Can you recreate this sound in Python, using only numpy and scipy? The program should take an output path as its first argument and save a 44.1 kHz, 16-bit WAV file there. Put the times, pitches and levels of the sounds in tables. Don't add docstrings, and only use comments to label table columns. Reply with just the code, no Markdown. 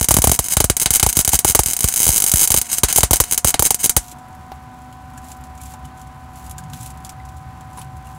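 import sys
import numpy as np
from scipy import signal
from scipy.fft import rfft, irfft
from scipy.io import wavfile
from scipy.ndimage import uniform_filter1d

SR = 44100
rng = np.random.default_rng(int(sys.argv[2]) if len(sys.argv) > 2 else 0)


def store_wav(level_fs):
    pcm = np.round(np.clip(np.atleast_2d(level_fs), -1, 1) * 32767)
    wavfile.write(sys.argv[1], SR, pcm.T.astype(np.int16))


def convert_level_to_amplitude(level_db):
    exponent = np.asarray(level_db, float) / 20
    return 10 ** exponent


N = 360738
TIME = np.arange(N) / SR

# (t/s, peak level/dB, kick/dB, churn/dB, recovery/ms)
DIPS = [(0.0112, -14, -6, -20, 2.5), (0.1864, -14.5, -2.5, -14, 1.83), (0.295, -13, -5, -16, 2.3),
        (0.5687, -6.5, -3, -17, 3), (.642, -9, -5.5, -14.5, 2.6), (0.6989, -6.5, -5.5, -9, 2.15),
        (0.9057, -6.5, -11.5, -25, 2.5), (1.2766, -8.5, -10, -20, 1.9), (1.343, -10, -9, -24, 2.35),
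        (1.498, -9, -13.5, -27, 2.5), (1.66, -11.5, -15.5, -42, 2.4), (1.842, -8, -2.5, -18, 2.5),
        (2.0661, -9.5, -13.5, -18, 1.7), (2.338, -7.5, -2.5, -18, 2.14), (2.574, -7.5, -13, -22, 2.2),
        (3.0321, -2, -1.5, -13, 3.6), (3.446, -6.5, -5, -12.5, 3), (3.5938, -6.5, -7, -11, 2.66)]
# (t/s, peak level/dB, kick/dB, churn/dB, recovery/ms)
LIFTS = [(0.1083, -6, -5, -8.5, 2.84), (.241, -3, -7, -6.5, 2.44), (0.272, -7, -1, -9, 2.44),
         (0.3906, -7.5, -9, -14.5, 3.3), (.603, -5, -7.5, -14, 4.2), (0.8588, -7.5, -14, -27, 2.6),
         (1.0284, -2, -4.5, -12.5, 3.86), (1.064, -9, -5, -13, 2.47), (1.333, -7.5, -10.5, -17.5, 2.7),
         (1.549, 1, -12.5, -9, 4.3), (1.5911, -2.5, -3.5, -7, 2.7), (2.09, -7, -5, -23, 2.6),
         (2.504, -8.5, -11.5, -22.5, 2.6), (2.5417, -6.5, -15, -14, 2.8), (2.8341, 0, -3.5, -9.5, 3.18),
         (2.9827, -6, -10.5, -10, 2.55), (3.109, -7.5, -2.5, -13, 2.56), (3.132, 0, -12, -8.5, 1.94),
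         (3.2013, -1, -6, -9, 4.4), (3.5419, -13.5, -32, -20, 4.1), (3.6233, -7.5, -29, -11.5, 2.84),
         (3.9653, -1, -3.5, -12.5, 4.45)]
# (t/s, peak level/dB, kick/dB, churn/dB, recovery/ms)
FLICKS = [(.086, -6, -8, -22, 2.9), (.141, -6.5, -5, -19, 2.7), (.167, -5.5, -3.5, -10, 2.4),
          (0.316, -5, -8, -12, 2.4), (1.169, -5.5, -5.5, -40, 3.1), (1.19, -7, -7.5, -17, 2.5),
          (1.4467, -6, -5, -8.5, 2.37), (3.706, -5.5, -15, -15.5, 2.6)]
# (t/s, peak level/dB)
SNAPS = [(0.0286, -14), (0.044, -12.5), (0.1147, -8), (0.2197, -10.5), (0.2466, -26), (0.3334, -20),
         (0.3424, -17.5), (0.3496, -20), (0.3606, -24), (0.4427, -25), (0.451, -27), (0.4619, -26.5),
         (0.4848, -20), (0.505, -29), (0.5136, -24), (0.5238, -16), (0.5365, -15.5), (0.7673, -12),
         (0.7988, -14), (0.816, -13), (0.8226, -14.5), (0.8308, -16.5), (0.9377, -9), (0.9501, -9),
         (0.9576, -6.5), (0.9661, -12), (0.9973, -9.5), (1.0337, -22), (1.09, -15.5), (1.101, -22),
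         (1.1281, -17), (1.2018, -22), (1.2102, -13.5), (1.2485, -11), (1.2914, -11), (1.3536, -11),
         (1.3593, -23), (1.39, -8.5), (1.4791, -12.5), (1.4879, -10), (1.5084, -13.5), (1.5207, -21),
         (1.6344, -17), (1.67, -23), (1.6754, -22), (1.6844, -18), (1.693, -23),
         (1.7015, -20), (1.7105, -19), (1.7234, -24), (1.7336, -13.5), (1.7663, -16), (1.7909, -20),
              (1.8066, -13.5), (1.824, -24), (1.8318, -18.5), (1.877, -19), (1.8861, -11.5), (1.9167, -30),
              (1.925, -21), (1.9396, -14), (1.9609, -14), (1.9689, -17.5), (1.976, -14.5), (1.9848, -21),
              (1.9932, -16), (2.0022, -11), (2.011, -18), (2.019, -13), (2.0306, -8.5), (2.0413, -11.5),
              (2.0536, -13), (2.079, -8), (2.104, -13.5), (2.1178, -17.5), (2.1265, -16), (2.1338, -16),
              (2.1435, -15.5), (2.1536, -18), (2.161, -11), (2.1694, -11.5), (2.1795, -9), (2.202, -12.5),
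              (2.2217, -10), (2.24, -9), (2.264, -12), (2.2764, -15.5), (2.2838, -16), (2.295, -15),
              (2.3165, -8), (2.3586, -10.5), (2.371, -13), (2.382, -14), (2.394, -10.5),
         (2.4029, -12.5), (2.4121, -10), (2.418, -12), (2.424, -14.5), (2.431, -8.5), (2.4394, -9),
             (2.447, -16), (2.4524, -17.5), (2.475, -10.5), (2.5182, -7), (2.564, -11.5), (2.5847, -13),
             (2.6149, -13.5), (2.705, -36), (2.717, -20.5), (2.73, -14), (2.7835, -12.5), (2.886, -20),
             (2.9266, -11), (2.9604, -4.5), (2.9763, -8), (3.0067, -13.5), (3.141, -19.5), (3.1588, -15),
             (3.168, -16.5), (3.2388, -20), (3.3115, -16), (3.3232, -9.5), (3.3332, -14.5), (3.345, -18.5),
             (3.3773, -9), (3.4733, -10), (3.4828, -9.5), (3.4923, -14), (3.5047, -16), (3.6522, -10),
             (3.661, -10), (3.6678, -15), (3.7447, -13), (3.8358, -29), (3.8422, -9), (3.8502, -12),
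             (3.859, -10), (3.895, -6)]
# (f/Hz, level/dB per Hz)
CLOTH = [(880, -41), (1500, -35.5), (2250, 0), (3280, 0), (4970, -1.5), (6000, 1.5), (7390, 5.5),
         (8300, 2.5), (9000, 0), (10000, 4), (14200, -3.5), (16000, -3)]


def evened(x):
    return x / np.sqrt(np.mean(x ** 2) + 1e-20)


def read(points, hz):
    f, value = np.transpose(points)
    return np.interp(np.log(hz + 1), np.log(f + 1), value)


def along(rows):
    seconds, value = np.transpose(rows)
    return np.interp(TIME, seconds, value)


def add(mix, s, sound):
    part = mix[round(s * SR):][:len(sound)]
    part += sound[:len(part)]


def tinted(x, points):
    gain = convert_level_to_amplitude(read(points, np.fft.rfftfreq(len(x), 1 / SR)))
    return evened(irfft(rfft(x) * gain, len(x)))


def wander(span):
    smooth = uniform_filter1d(rng.standard_normal(N), span)
    return evened(uniform_filter1d(smooth, span))


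def grains(per_second, spread_db):
    size = convert_level_to_amplitude(spread_db * np.minimum(rng.exponential(1, N), 4))
    present = rng.random(N) < per_second / SR
    return size * present * rng.choice([-1, 1], N)


def shaped(level_db):
    log_gain = np.log(convert_level_to_amplitude(np.r_[level_db, level_db[-2:0:-1]]))
    return np.fft.ifft(np.exp(log_gain - 1j * signal.hilbert(log_gain).imag)).real[:2048]


def light_strikes():
    return SNAPS


def arc():
    # (start t/s, end t/s, level/dB)
    sizzle = [(0, 0.001, -2.5), (0.328, 0.38, -33), (0.413, 0.484, -23), (0.491, 0.548, -14.5),
              (0.796, 0.832, -17), (0.925, 0.97, -23), (1.084, 1.105, -9), (1.15, 1.167, -16),
              (1.197, 1.207, -7), (1.308, 1.371, -13.5), (1.462, 1.49, -12), (1.643, 1.74, -24),
              (1.826, 1.95, -22), (1.958, 2.19, -25), (2.262, 2.298, -16.5), (2.376, 2.46, -22),
              (2.54, 2.591, -27.5), (2.639, 2.681, -26.5), (2.68, 2.754, -20), (2.71, 2.797, -20.5),
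              (2.877, 2.923, -14), (2.934, 3.009, -17), (3.142, 3.16, -21), (3.205, 3.22, -25),
              (3.24, 3.33, -30), (3.45, 3.51, -15.5), (3.634, 3.681, -12), (3.268, 3.306, -41),
              (3.784, 3.83, -20.5), (0.924, 0.946, -18), (3.826, 3.856, -13), (3.994, 4.024, -40)]
    sparks, burn = np.zeros(N), np.zeros(N)
    for s, db in [row[:2] for row in DIPS + LIFTS + FLICKS] + light_strikes():
        add(sparks, s, convert_level_to_amplitude([db - 3.0]))
    for start, end, db in sizzle:
        add(burn, start, convert_level_to_amplitude(db - 34.5) * signal.windows.tukey(round((end - start) * SR), 0.5))
    sputter = evened(grains(2500, 3.2)) * burn
    return frame_reply(sparks + sputter)


def frame_reply(sparks):
    # (f/Hz, level/dB per Hz)
    spark_colour = [(150, -11.5), (480, -18.5), (850, -12.5), (1500, -11.5), (3000, -16), (4500, -11),
                    (5600, -9.5), (6500, -5), (9000, -1), (10500, -1), (11500, -5.5), (13500, -6),
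                    (15500, -14), (16500, -10.5)]
    # (f/Hz, width/Hz, lift/dB)
    resonances = [(1460, 130, 3), (2190, 190, 4), (3010, 170, 7), (3870, 140, 6), (4300, 150, 6),
                  (4790, 130, 7), (5220, 220, 7), (5850, 120, 4), (6150, 200, 5), (6480, 320, 5),
                  (7210, 220, 6), (8240, 450, 4), (8700, 110, 6), (9200, 140, 6), (10070, 220, 6),
                  (10350, 170, 4), (10720, 120, 3), (11140, 130, 5), (11560, 170, 3), (12060, 150, 6),
                  (12900, 170, 4), (13560, 150, 5), (14700, 280, 6), (15290, 170, 3)]
    # (f/Hz, width/Hz, cut/dB)
    notches = [(1260, 300, -5), (1830, 200, -3), (3580, 300, -4), (4500, 170, -4), (5430, 150, -7),
               (5990, 120, -5), (6950, 220, -4), (7600, 220, -4), (9420, 170, -7), (10590, 130, -8),
               (11330, 200, -4), (12620, 200, -6), (13350, 200, -5), (14380, 250, -5)]
    # (start t/s, end t/s, shade/dB)
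    hidden = [(.41, .47, -0.5), (.56, .61, 5.5), (.69, .71, 5.5), (.855, .9, 14), (0.977, 1.05, 6),
              (1.26, 1.34, -1), (1.95, 2.48, -2), (2.63, 2.71, 5), (2.82, 2.85, 7), (2.87, 2.92, 8.5),
              (2.94, 3.0, -3), (3.0, 3.05, 6), (3.19, 3.22, -2.5), (3.235, 3.3, 8.5), (3.535, 3.58, 18),
              (3.61, 3.64, -7.5), (3.83, 3.87, -0.5)]
    t, hz = np.arange(6000) / SR, np.fft.rfftfreq(4096, 1 / SR)

    tail = convert_level_to_amplitude(-27 - 60 * t / 0.3)
    crack = convert_level_to_amplitude(-60 * t / 0.081) + 3.42 * convert_level_to_amplitude(-60 * t / 0.013) + tail
    crack[[0, 75]] *= 5.5, 3.0
    build = 1 - 0.45 * np.exp(-(t / 0.0012) ** 2)
    late = build * 5.0 * convert_level_to_amplitude(-60 * t / 0.021) + 0.32 * convert_level_to_amplitude(-60 * t / 0.081) + 0.75 * tail

    shade_db = np.zeros(N)
    for start, end, db in hidden:
        shade_db += db * (abs(TIME - (start + end) / 2) < (end - start) / 2)

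    colour_db = read(spark_colour, hz)
    steel_db = sum(db / (1 + (2 * (hz - f) / width) ** 2) for f, width, db in resonances + notches)

    low = 1 / (1 + (hz / 4600) ** 8)
    low_db = 20 * np.log10(low)
    dull_db = -10 * np.log10(1 + (hz / 9600) ** 8)
    middle_db = dull_db + 20 * np.log10(1.0001 - low)
    bright_db = -10 * np.log10(1 + (9600 / (hz + 1)) ** 8)
    parts = ((crack, low_db, 0.63), (crack, middle_db, 0), (late, bright_db, -0.31))

    signs, hiss = rng.choice([-1., 1.], 6000), rng.standard_normal(N)
    early = np.exp(-(t / 0.014) ** 2)
    out, energy = 0, 0
    for envelope, part_db, share in parts:
        seen = sparks * convert_level_to_amplitude(share * shade_db)

        paths = rfft(signs * envelope * early)
        paths = irfft(paths / uniform_filter1d(abs(paths), size=5)) * np.exp(-(t / 0.03) ** 2)
        paths *= np.linalg.norm(envelope * early) / np.linalg.norm(paths)

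        moving_power = envelope ** 2 * (1 - 0.96 * early ** 2)
        moved = np.sqrt(abs(signal.oaconvolve(seen ** 2, moving_power)[:N])) * hiss

        steel = shaped(np.maximum(colour_db + part_db + 1.05 * steel_db, -90))
        blurred = shaped(np.maximum(colour_db + part_db + 0.6 * steel_db, -90))
        energy += np.sum(steel ** 2) + np.sum(blurred ** 2) * 0
        out = out + 0.83 * signal.oaconvolve(seen, np.convolve(paths, steel))[:N]
        out = out + 0.99 * signal.oaconvolve(moved, blurred)[:N]
    return out / np.sqrt(energy)


def overload():
    # (f/Hz, level/dB per Hz)
    churn_colour = [(120, -41.5), (250, 2), (480, -5.5), (780, 6.5), (1300, -23), (2400, -14.5),
                    (4500, -21.5)]
    # (direction, delay/ms, width/ms)
    dip_kick = (-1, 0.97, 1.6)
    lift_kick = (1, 0.9, 2.4)
    flick_kick = (-1, 1.91, 0.68)
    out, t_ms = np.zeros(N), np.arange(2000) / SR * 1000
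    kinds = ((DIPS, dip_kick), (LIFTS, lift_kick), (FLICKS, flick_kick))
    kicks = [(row, kind) for rows, kind in kinds for row in rows]
    churn = tinted(rng.standard_normal(len(kicks) * 2000), churn_colour).reshape(-1, 2000)
    for (row, kind), noise in zip(kicks, churn):
        s, _, kick_db, churn_db, recovery_ms = row
        direction, delay_ms, width_ms = kind
        kick = direction * t_ms / width_ms * np.exp(1 - t_ms / width_ms)
        add(out, s + delay_ms / 1000, convert_level_to_amplitude(kick_db) * kick)
        sweep_hz = 230 + 1600 * np.exp(-t_ms / recovery_ms)
        sweep = np.sin(2 * np.pi * np.cumsum(sweep_hz) / SR)
        body = 0.52 * noise + 0.86 * direction * sweep
        swell = t_ms / 1.85 * np.exp(1 - t_ms / (1.18 + 0.32 * recovery_ms))
        add(out, s + (delay_ms - 1.1) / 1000, convert_level_to_amplitude(churn_db) * body * swell)

    nudge_db, nudge_ms = -12, 0.3
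    nudge = t_ms / nudge_ms * np.exp(1 - t_ms / nudge_ms)
    for s, db in light_strikes():
        add(out, s + 0.00084, convert_level_to_amplitude(db + nudge_db) * rng.standard_normal() * nudge)
    return out


def fan():
    # (t/s, f/Hz)
    blade_rate = [
        (0, 239),
        (2.6, 239),
        (4.02, 242),
        (4.19, 248),
        (4.43, 250.4),
        (6.5, 251),
        (8.18, 252.8),
    ]
    # (multiple, level/dB rms)
    blade_tones = [(1, -52.5), (2, -68), (3, -46), (4, -52.5), (5, -66), (6, -61.5)]
    turns = np.cumsum(along(blade_rate) + 0.5 * wander(3000)) / SR
    fading_db = 3.6 * np.maximum(TIME - 5.2, 0)
    out = np.zeros(N)
    for k, db in blade_tones:
        level_db = db + 2.5 - (k == 1) * fading_db + 0.51 * wander(2500)
        out += convert_level_to_amplitude(level_db) * np.sin(2 * np.pi * k * turns)
    return out


def shop():
    # (f/Hz, level/dB per Hz)
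    air_colour = [(150, -16.5), (250, -8), (278, -15), (348, -17.5), (444, -27), (501, -29.5), (586, -19.5),
                  (761, -15), (938, -13.5), (1020, -14), (1180, -17.5), (1530, -21), (2860, -31.5),
                  (16000, -51.5)]
    # (f/Hz, level/dB per Hz)
    rumble_colour = [(25, -48.5), (45, -22), (65, 8), (95, -4.5), (135, -2), (180, -12), (240, -24.5),
                     (320, -29), (450, -65)]
    # (t/s, level/dB)
    draught = [(4.2, -48), (4.9, -48), (5.3, -46), (5.7, -44), (6.2, -48.5), (6.45, -42), (6.75, -45),
               (6.95, -47), (7.2, -45.5), (7.5, -45), (8.18, -46)]
    air = convert_level_to_amplitude(-48 + 0.63 * wander(3000)) * tinted(rng.standard_normal(N), air_colour)
    rumble = tinted(rng.standard_normal(N), rumble_colour) * convert_level_to_amplitude(0.62 * wander(1500))
    deep = signal.sosfiltfilt(signal.butter(4, 100, fs=SR, output="sos"), rumble)
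    approach_db = 1.87 * np.maximum(TIME - 4.2, 0)
    pass_db = 9.5 * np.exp(-((TIME - 6.72) / 0.15) ** 2)
    upper = convert_level_to_amplitude(-51 + approach_db + pass_db) * evened(rumble - deep)
    return air + convert_level_to_amplitude(along(draught)) * evened(deep) + upper


def gloves():
    # (start t/s, length/s, level/dB)
    strokes = [(3.99, 0.16, -40.5), (5.169, 0.025, -47), (5.215, 0.15, -46), (5.427, 0.053, -61),
               (5.58, 0.18, -44), (5.838, 0.031, -49), (5.967, 0.073, -52), (6.326, 0.2, -46),
               (6.576, 0.039, -48), (6.706, 0.23, -39.5), (7.054, 0.02, -46), (7.253, .07, -67),
               (7.36, 0.038, -57), (7.542, 0.076, -71), (7.74, 0.1, -46), (7.96, 0.026, -52),
               (8.033, 0.21, -59)]
    rubbing = grains(5000, 0.94)
    motion = convert_level_to_amplitude(-54) * (np.arange(N) > strokes[0][0] * SR)
    for start, length, db in strokes:
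        add(motion, start, convert_level_to_amplitude(db) * signal.windows.tukey(round(length * SR), 0.5))
    return motion * convert_level_to_amplitude(-6.5 + 2.4 * wander(120)) * tinted(rubbing, CLOTH)


def cooling_ticks():
    # (t/s, peak level/dB, ring f/Hz)
    slag = [(4.0818, -32, 6200), (4.284, -47, 11000), (4.328, -48, 6500), (4.349, -44, 11800),
            (4.551, -49, 10000), (5.996, -43, 9000), (7.039, -46, 12000), (6.83, -29, 10500),
            (5.635, -33, 10500), (5.706, -40, 12000), (4.1148, -28.5, 7600), (4.5163, -55, 2980),
            (4.9263, -37.5, 3000), (5.2431, -39, 8330), (5.284, -35, 9670), (4.186, -42, 7530),
            (5.5519, -43, 9600), (5.217, -47, 12500), (5.304, -39, 13000), (5.367, -41, 13500),
            (5.41, -44, 12400), (5.467, -45, 6500), (5.657, -34, 7500), (5.67, -42, 4500),
            (5.72, -38, 8000), (5.135, -45, 9000), (6.442, -40, 10960), (6.496, -32, 10000),
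            (6.94, -47, 12000), (7.003, -45, 11000), (7.066, -35, 6000), (7.121, -44, 10470),
            (7.79, -35, 8970), (7.845, -44, 10000), (8.047, -49, 10000), (8.056, -43, 9000),
            (8.127, -45, 7000), (8.149, -44, 9500), (5.615, -31, 8300), (6.3341, -45, 11300),
            (6.3576, -37, 9820), (6.464, -34, 9900), (6.5107, -27, 10600), (6.734, -25, 3920),
            (6.8106, -30, 7950), (6.861, -26.5, 10200), (6.904, -33, 8360), (7.093, -24, 5780),
            (7.2521, -39, 8000), (7.289, -38, 5700), (7.731, -41, 8100), (7.7734, -35, 9740),
            (7.8156, -28, 3100), (8.0696, -40, 9900)]
    # (t/s, peak level/dB)
    nozzle = [(4.8171, -45), (5.177, -32), (5.3165, -29.5), (5.4388, -37), (5.576, -36.5), (5.7373, -34),
              (5.8527, -37), (5.975, -43), (6.0153, -38), (6.0717, -44), (6.582, -26), (6.638, -39),
              (6.6993, -38), (6.9737, -40), (7.048, -26), (7.3678, -42), (7.609, -38), (7.9689, -44)]
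    nozzle_hz = 7200
    ticks = slag + [(s, db, nozzle_hz) for s, db in nozzle]
    out, t = np.zeros(N), np.arange(2000) / SR
    snaps = tinted(rng.standard_normal(len(ticks) * 2000), CLOTH).reshape(-1, 2000)
    snap_fade = convert_level_to_amplitude(-60 * t / 0.058) + 0.26 * convert_level_to_amplitude(-60 * t / 0.0047)
    for (s, db, hz), noise in zip(ticks, snaps):
        noise = 0.71 * noise + 0.63 * signal.lfilter(*signal.iirpeak(hz, 1.6, SR), noise)
        ring = np.sin(2 * np.pi * hz * t) * convert_level_to_amplitude(-60 * t / 0.017)
        add(out, s, convert_level_to_amplitude(db - 3.5) * (0.73 * noise * snap_fade + 0.71 * ring))
    return out


def torch():
    # (t/s, peak level/dB, ring f/Hz)
    knocks = [(4.125, -34, 285), (4.518, -23.5, 780), (4.517, -41, 352), (5.178, -39, 1700),
              (5.74, -31, 860), (5.849, -42, 3000), (7.2, -39, 2020), (7.799, -35, 840), (8.07, -44, 2800),
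              (6.588, -35, 1600), (5.6, -42, 2300), (6.735, -36, 1520), (7.774, -29, 1010),
              (7.784, -28, 970), (5.3, -36, 800)]
    out, t = np.zeros(N), np.arange(2000) / SR
    for s, db, hz in knocks:
        scuff = evened(uniform_filter1d(rng.standard_normal(2000), size=5))
        add(out, s, convert_level_to_amplitude(db - 60 * t / 0.041) * (np.sin(2 * np.pi * hz * t) + 0.22 * scuff))
    squeak_s, squeak_db, squeak_hz = 7.793, -34, 9750
    middle = t.mean()
    squeak = convert_level_to_amplitude(squeak_db - 1400 * abs(t - middle)) * np.sin(2 * np.pi * squeak_hz * t)
    add(out, squeak_s - middle, squeak)
    return out


def scene():
    # (t/s, level/dB)
    duck = [
        (0, -5.5),
        (4.02, -1.5),
        (4.17, 2.5),
    ]
    background = convert_level_to_amplitude(along(duck)) * (fan() + shop())
    return (arc() + background + gloves() + cooling_ticks() + torch())[None]


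def band_limit(x):
    return signal.sosfilt(signal.butter(12, 16640, fs=SR, output="sos"), x)


def record(dry):
    stage = 0.89 * np.tanh(dry / 0.82)
    bass_cut = signal.butter(5, 50, "high", fs=SR, output="sos")
    kicked = np.clip(stage + signal.sosfilt(bass_cut, overload()), -0.86, 0.86)
    edge = signal.firwin(1023, 15810, window=("kaiser", 9), fs=SR)
    full = np.clip(signal.oaconvolve(kicked, edge[None], "same"), -0.92, 0.92)
    last_edge = signal.firwin(255, 16450, window=("kaiser", 9), fs=SR)
    full = signal.oaconvolve(full, last_edge[None], "same")
    return band_limit(full)


dry = scene()
out = record(dry)
store_wav(out)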